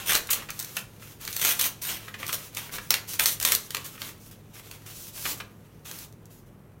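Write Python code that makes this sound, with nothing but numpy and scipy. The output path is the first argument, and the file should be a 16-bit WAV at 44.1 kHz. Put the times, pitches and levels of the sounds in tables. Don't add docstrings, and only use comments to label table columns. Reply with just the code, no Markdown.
import sys
import numpy as np
from scipy import signal
from scipy.fft import rfft, irfft, next_fast_len
from scipy.io import wavfile
from scipy.ndimage import uniform_filter1d, map_coordinates

SR = 44100
rng = np.random.default_rng(int(sys.argv[2]) if len(sys.argv) > 2 else 0)


def digitize_waveform(pressure):
    field = np.atleast_2d(pressure).T
    bounded = np.clip(field, -1, 1)
    quanta = np.round(bounded * 32767).astype(np.int16)
    wavfile.write(sys.argv[1], SR, quanta)


N = 299877
SPLIT_HZ = 3500
TOP_HZ = 15950


# [t/s, sheet level/dB, crack level/dB], before colouring
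SNAPS = [(0.1327, -33, -19.5), (0.1516, -18, -15.5), (0.1585, -27.5, -25), (0.2713, -58.5, -34.5),
         (0.3086, -37, -21), (0.3334, -28, -19.5), (0.504, -34, -28), (0.5915, -52, -26.5),
         (0.5991, -47.5, -25.5), (0.6265, -58, -31), (0.6465, -53, -32), (0.7679, -29, -23),
         (1.2125, -67, -39.5), (1.251, -48, -31.5), (1.277, -33, -28.5), (1.3284, -46, -29.5),
         (1.365, -33, -22.5), (1.449, -21.5, -17), (1.6119, -27.5, -16.5), (2.266, -55, -29.5),
         (2.3289, -28.5, -24), (2.5485, -52, -32), (2.5702, -29, -27), (2.75, -40, -40),
         (2.9057, -19.5, -11), (2.9407, -19.5, -17), (3.196, -20, -16), (3.2579, -20.5, -14),
         (3.4002, -36, -24.5), (3.4273, -38, -20), (3.45, -19.5, -13.5), (3.5202, -22.5, -13),
         (3.55, -29, -14.5), (3.706, -35, -29.5), (3.7473, -23, -23.5), (3.7686, -27, -28.5),
         (4.018, -29, -32.5), (4.7128, -40, -37), (4.863, -48, -46.5), (5.913, -39.5, -32.5),
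         (5.988, -58, -37), (6.125, -73, -49.5), (6.2557, -75, -48)]
# [f/Hz, relative density level/dB]
SNAP_COLOUR = [(150, -26.5), (550, -13), (780, -20), (1150, -10), (2200, -4), (3300, -5.5), (4400, 0.5),
               (5000, -2.5), (6100, 2), (7500, -1.5), (10400, -3.5), (13000, 1), (15800, -1)]


def snaps(burst_s=0.003, tick=0.4, ring_t60_s=0.015, ring_share=0.18, ring_hz=1950, ring_spread=0.54, modes=14):
    t = np.arange(SR // 12) / SR
    volley = (1 - np.exp(-t / 0.000078)) / (1 + (t / burst_s) ** 3)
    volley_rms = np.sqrt(np.mean(volley ** 2))
    sheet, crack = np.zeros((2, N + len(t)))
    for start_s, sheet_db, crack_db in SNAPS:
        breaks = volley * rng.standard_normal(len(t))
        breaks[0] = tick * np.linalg.norm(breaks)
        breaks = volley_rms * unit(breaks)

        modes_hz = ring_hz * np.exp(ring_spread * rng.standard_normal((modes, 1)))
        patch = np.sin(2 * np.pi * modes_hz * t).sum(0) * amp(-60 * t / ring_t60_s)
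        ring = volley_rms * unit(signal.fftconvolve(breaks, patch)[:len(t)])

        start = round(start_s * SR)
        sheet[start:start + len(t)] += amp(sheet_db) * (breaks + ring_share * ring)
        crack[start:start + len(t)] += amp(crack_db) * breaks
    return paper(sheet[:N], crack[:N], SNAP_COLOUR)


# [start t/s, end t/s, first level/dB, last level/dB, sheet level/dB re crack], before trims
RIPS = [(0.057, 0.086, -32, -27, -6), (0.09, 0.172, -23, -25.5, -2.5), (0.301, 0.34, -20, -20, -14),
        (0.592, 0.63, -35.5, -41.5, -6.5), (1.232, 1.404, -50, -30.5, -8.5),
        (1.41, 1.524, -24, -22.5, -7.5), (1.589, 1.669, -23, -25, -8.5), (1.814, 1.885, -32.5, -30, -9),
        (1.886, 1.973, -32, -39.5, -4), (2.275, 2.316, -34, -38, -7), (2.321, 2.345, -35.5, -25, -7),
        (2.564, 2.596, -36, -36, -3), (2.911, 2.982, -30, -47, 1.5), (3.19, 3.241, -24.5, -27.5, -8.5),
        (3.256, 3.336, -19.5, -30, -14), (3.447, 3.547, -25.5, -27, -5.5)]
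# [f/Hz, relative density level/dB]
RIP_COLOUR = [(150, -14.5), (450, -11), (760, -9.5), (1050, -6), (1700, -4), (2900, -1), (4300, -3.5),
              (4950, -4), (6100, 2), (7500, -3), (9000, 2.5), (10400, -2), (13000, 3.5), (15800, 0.5)]


def rips(attack_s=0.0049, release_s=0.0092, jerk_db=2.0, surge_db=-0.5, sheet_trim_db=-2, crack_trim_db=-2.0):
    t = np.arange(N) / SR
    sheet, crack = np.zeros((2, N))
    for start_s, end_s, first_db, last_db, sheet_db in RIPS:
        attack = np.clip((t - start_s) / attack_s, 0, 1)
        release = np.exp(-np.clip((t - end_s) / release_s, 0, 20))
        pull = amp(np.interp(t, [start_s, end_s], [first_db, last_db])) * attack * release
        crack += pull
        sheet += pull * amp(sheet_db)

    jerks_db = jerk_db * np.clip(wobble(420), -2, 2)
    surges_db = surge_db * np.clip(wobble(130), -2, 2)
    advance = amp(jerks_db + surges_db)
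    breaks = bending(fibres(rate_hz=11000, spread_db=4.5) * advance, depth_db=2)
    return paper(amp(sheet_trim_db) * sheet * breaks, amp(crack_trim_db) * crack * breaks, RIP_COLOUR)


# [t/s, level/dB before colouring, length/s]
FLAPS = [(0.29, -32, 0.0099), (0.4225, -39, 0.0078), (0.487, -35.5, 0.014), (0.77, -26.5, 0.0046),
         (1.022, -46, 0.0089), (2.08, -36.5, 0.0091), (2.1405, -35, 0.0097), (2.229, -30, 0.0052),
         (2.291, -29, 0.0074), (2.693, -40, 0.0038), (2.783, -31, 0.0058), (3.953, -43.5, 0.0032),
         (3.977, -43.5, 0.0067), (4.564, -47.5, 0.0063), (5.176, -41.5, 0.0084), (5.253, -25.5, 0.011),
         (5.401, -33, 0.01)]
# [f/Hz, relative density level/dB]
FLAP_COLOUR = [(200, -12), (750, -15), (1150, -3), (2700, -4), (4500, -15.5), (15800, -28.5)]


def flaps(rise_s=0.00035):
    t = np.arange(SR // 12) / SR
    sheet = causal(amp(along(FLAP_COLOUR, np.fft.rfftfreq(1024, 1 / SR))))
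    push = np.zeros(N + len(t))
    for start_s, level_db, length_s in FLAPS:
        swing = (1 - np.exp(-t / rise_s)) / (1 + (t / length_s) ** 4)
        start = round(start_s * SR)
        push[start:start + len(t)] += amp(level_db) * swing * rng.standard_normal(len(t))
    return signal.fftconvolve(push, sheet)[:N]


# [f/Hz, relative density level/dB]
RUB_COLOUR = [(200, -5), (430, -2.5), (700, -6.5), (1200, -2.5), (1800, -4), (2600, -1.5), (4200, -2.5),
              (4900, -2.5), (6000, 2), (8000, -1), (10300, -0.5), (12800, 2), (15800, 0.5)]


def rubbing(crinkle_db=-5, crinkle_s=0.0021, sheet_trim_db=-4.5, hiss_trim_db=-2, uneven_db=1.0):
    sheet_gain, hiss_gain = sliding() * amp(uneven_db * wobble(45))
    friction = bending(fibres(rate_hz=30000, spread_db=2), depth_db=1)
    crackle = amp(crinkle_db) * crinkles(50, crinkle_s)
    sheet = amp(sheet_trim_db) * sheet_gain * (friction + crackle)
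    hiss = amp(hiss_trim_db) * hiss_gain * (friction + crackle / 2)
    return paper(sheet, hiss, RUB_COLOUR)


# [start t/s,
# end t/s, hiss level/dB before sag and trim, sheet level/dB re hiss]
STROKES = [(0.0, -0, -36.5, 3), (0.343, 0.405, -49.5, 10.5), (0.485, 0.76, -45.5, -5),
           (0.744, 0.792, -40.5, -7), (0.989, 1.124, -49.5, -3.5), (1.193, 1.292, -43, -0.5),
           (1.525, 1.584, -38, -5), (1.963, 2.088, -50, 0.5), (2.176, 2.263, -45.5, 3.5),
           (2.34, 2.472, -44, -5), (2.523, 2.675, -46, 0), (2.712, 2.766, -38, -2),
           (2.8, 2.87, -48.5, -4.5), (3.069, 3.15, -36.5, -10), (3.407, 3.44, -31.5, -7.5),
           (3.56, 3.67, -46.5, -15), (3.697, 3.82, -48, 1), (3.839, 3.864, -37.5, -6.5),
           (3.886, 3.96, -51.5, -3), (3.982, 4.091, -42, -3.5), (4.188, 4.285, -52.5, -16),
           (4.311, 4.314, -46, -3.5), (4.529, 4.585, -47, -3.5), (4.603, 4.758, -52.5, -0.5),
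           (4.854, 4.912, -43, -3.5), (4.915, 5.09, -42, -12), (5.116, 5.317, -38, -10.5),
           (5.228, 5.32, -33, -7.5), (5.373, 5.384, -43, -5), (5.844, 5.896, -43, -2.5),
           (5.87, 6.04, -44.5, -5.5), (6.29, 6.388, -56.5, -16), (6.46, 6.48, -63.5, -7)]
# [t/s, hiss level/dB before trim]
GRIP = [(0.0, -45), (0.7, -59), (0.95, -60), (1.5, -58.5), (3.0, -55), (3.9, -53.5), (4.4, -66), (4.8, -58),
        (5.4, -62.5), (5.6, -66), (6.79, -75)]


def sliding(rise_share=0.28, release_s=0.02, sag_db_per_s=5.5, grip_sheet_db=-1):
    t = np.arange(N) / SR
    hiss_power = amp(np.interp(t, *np.transpose(GRIP))) ** 2
    sheet_power = hiss_power * amp(grip_sheet_db) ** 2
    for start_s, end_s, hiss_db, sheet_db in STROKES:
        age_s = np.maximum(t - start_s, 0)
        rise_s = rise_share * abs(end_s - start_s) + 1e-6
        speed = np.minimum(age_s / rise_s, 1) * np.exp(-np.clip((t - end_s) / release_s, 0, 20))
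        power = (speed * amp(hiss_db - sag_db_per_s * age_s)) ** 2
        hiss_power += power
        sheet_power += power * amp(sheet_db) ** 2
    return np.sqrt(sheet_power), np.sqrt(hiss_power)


def crinkles(rate_hz, length_s):
    sizes = np.abs(fibres(rate_hz, spread_db=3))
    decay = np.exp(-np.arange(SR // 20) / SR / length_s)
    bursts = signal.fftconvolve(sizes, decay)[:N]
    return unit(bursts * rng.standard_normal(N))


def fibres(rate_hz, spread_db):
    happens = rng.random(N) < rate_hz / SR
    sizes = amp(spread_db * np.clip(rng.standard_normal(N), -2, 2))
    return unit(happens * sizes * rng.choice([-1, 1], N))


def bending(x, depth_db, bins=5, frames=14):
    z = signal.stft(x, nperseg=256)[2]
    field = uniform_filter1d(rng.standard_normal(z.shape), bins, axis=0)
    field = uniform_filter1d(field, frames, axis=1)
    return unit(signal.istft(z * amp(depth_db * unit(field)), nperseg=256)[1][:N])


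def paper(sheet, crack, colour, size=1024):
    hz = np.fft.rfftfreq(size, 1 / SR)
    gain = amp(along(colour, hz)) / np.sqrt(1 + (hz / TOP_HZ) ** 60)
    low = 1 / (1 + (hz / SPLIT_HZ) ** 8)
    body = signal.fftconvolve(sheet, causal(gain * np.sqrt(low)))
    edge = signal.fftconvolve(crack, causal(gain * np.sqrt(1 - low)))
    return (body + edge)[:N]


# [f/Hz, t60/s]
ROOM_DECAY = [(300, 0.53), (2500, 0.2555), (7000, 0.27), (15000, 0.2)]
# [f/Hz, level/dB]
ROOM_LEVEL = [(300, 1), (2000, -3), (6000, -5), (15000, -5.5)]


def room_answer(first_s=.007, early_db=3, early_s=0.0032):
    hz, t, z = signal.stft(rng.standard_normal(SR // 2), SR, nperseg=256)
    early = amp(early_db) * np.exp(-t / early_s)
    fade = amp(-60 * t / along(ROOM_DECAY, hz)[:, None]) * (1 + early)
    band_norm = np.sqrt(np.mean(fade ** 2, axis=1, keepdims=True) * SR / 2)
    fade *= amp(along(ROOM_LEVEL, hz))[:, None] / band_norm
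    return np.pad(signal.istft(z * fade, SR, nperseg=256)[1], (round(first_s * SR), 0))


def room(x, count=100):
    wet = np.zeros(N + SR)
    step = N // count + 1
    for start in range(0, N, step):
        answer = signal.fftconvolve(x[start:start + step], room_answer())
        wet[start:start + len(answer)] += answer
    return wet[:N]


# [f/Hz, relative density level/dB]
RUMBLE = [(24, -46.5), (33, -24.5), (40, -4.5), (50, -12.5), (95, -8), (130, -7.5), (200, -8.5), (260, -15),
          (440, -16.5), (700, -24.5), (1100, -27.5), (2000, -34), (5000, -51.5), (12500, -44),
          (15800, -47.5)]
# [f/Hz, mean rms level/dB]
HUM = [(105.5, -56), (147, -60.5)]


def background(rumble_db=-52, waver_db=2):
    t = np.arange(N) / SR
    rumble = unit(filtered(rng.standard_normal(N), lambda hz: amp(along(RUMBLE, hz))))
    hum = np.zeros(N)
    for line_hz, level_db in HUM:
        level = amp(level_db + waver_db * wobble(10))
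        hum += level * np.sin(2 * np.pi * line_hz * t + wobble(7.2) / 2)
    return amp(rumble_db) * rumble + np.sqrt(2) * hum


def amp(db):
    return 10 ** (np.asarray(db) / 20)


def unit(x):
    return x / np.sqrt(np.mean(x ** 2) + 1e-20)


def along(points, hz):
    f, v = np.transpose(points)
    return np.interp(np.log(hz + 1), np.log(f + 1), v)


def wobble(knots_hz):
    knots = rng.standard_normal(int(N * knots_hz / SR) + 4)
    return map_coordinates(knots, [np.arange(N) * knots_hz / SR], mode="nearest")


def filtered(x, response):
    m = next_fast_len(N + SR // 2)
    return irfft(rfft(x, m) * response(np.fft.rfftfreq(m, 1 / SR)), m)[:N]


def causal(gain):
    cepstrum = irfft(np.log(np.maximum(gain, 1e-6)))
    half = len(cepstrum) // 2
    cepstrum[1:half] *= 2
    cepstrum[half + 1:] = 0
    response = irfft(np.exp(rfft(cepstrum)))
    return response / np.linalg.norm(response)


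def scene():
    envelope = snaps() + rips() + flaps() + rubbing()
    mono = envelope + room(envelope) + background()
    return np.array([mono, mono])


def record(dry):
    return np.array([filtered(channel, lambda hz: hz < TOP_HZ) for channel in dry])


dry = scene()
out = record(dry)
digitize_waveform(out)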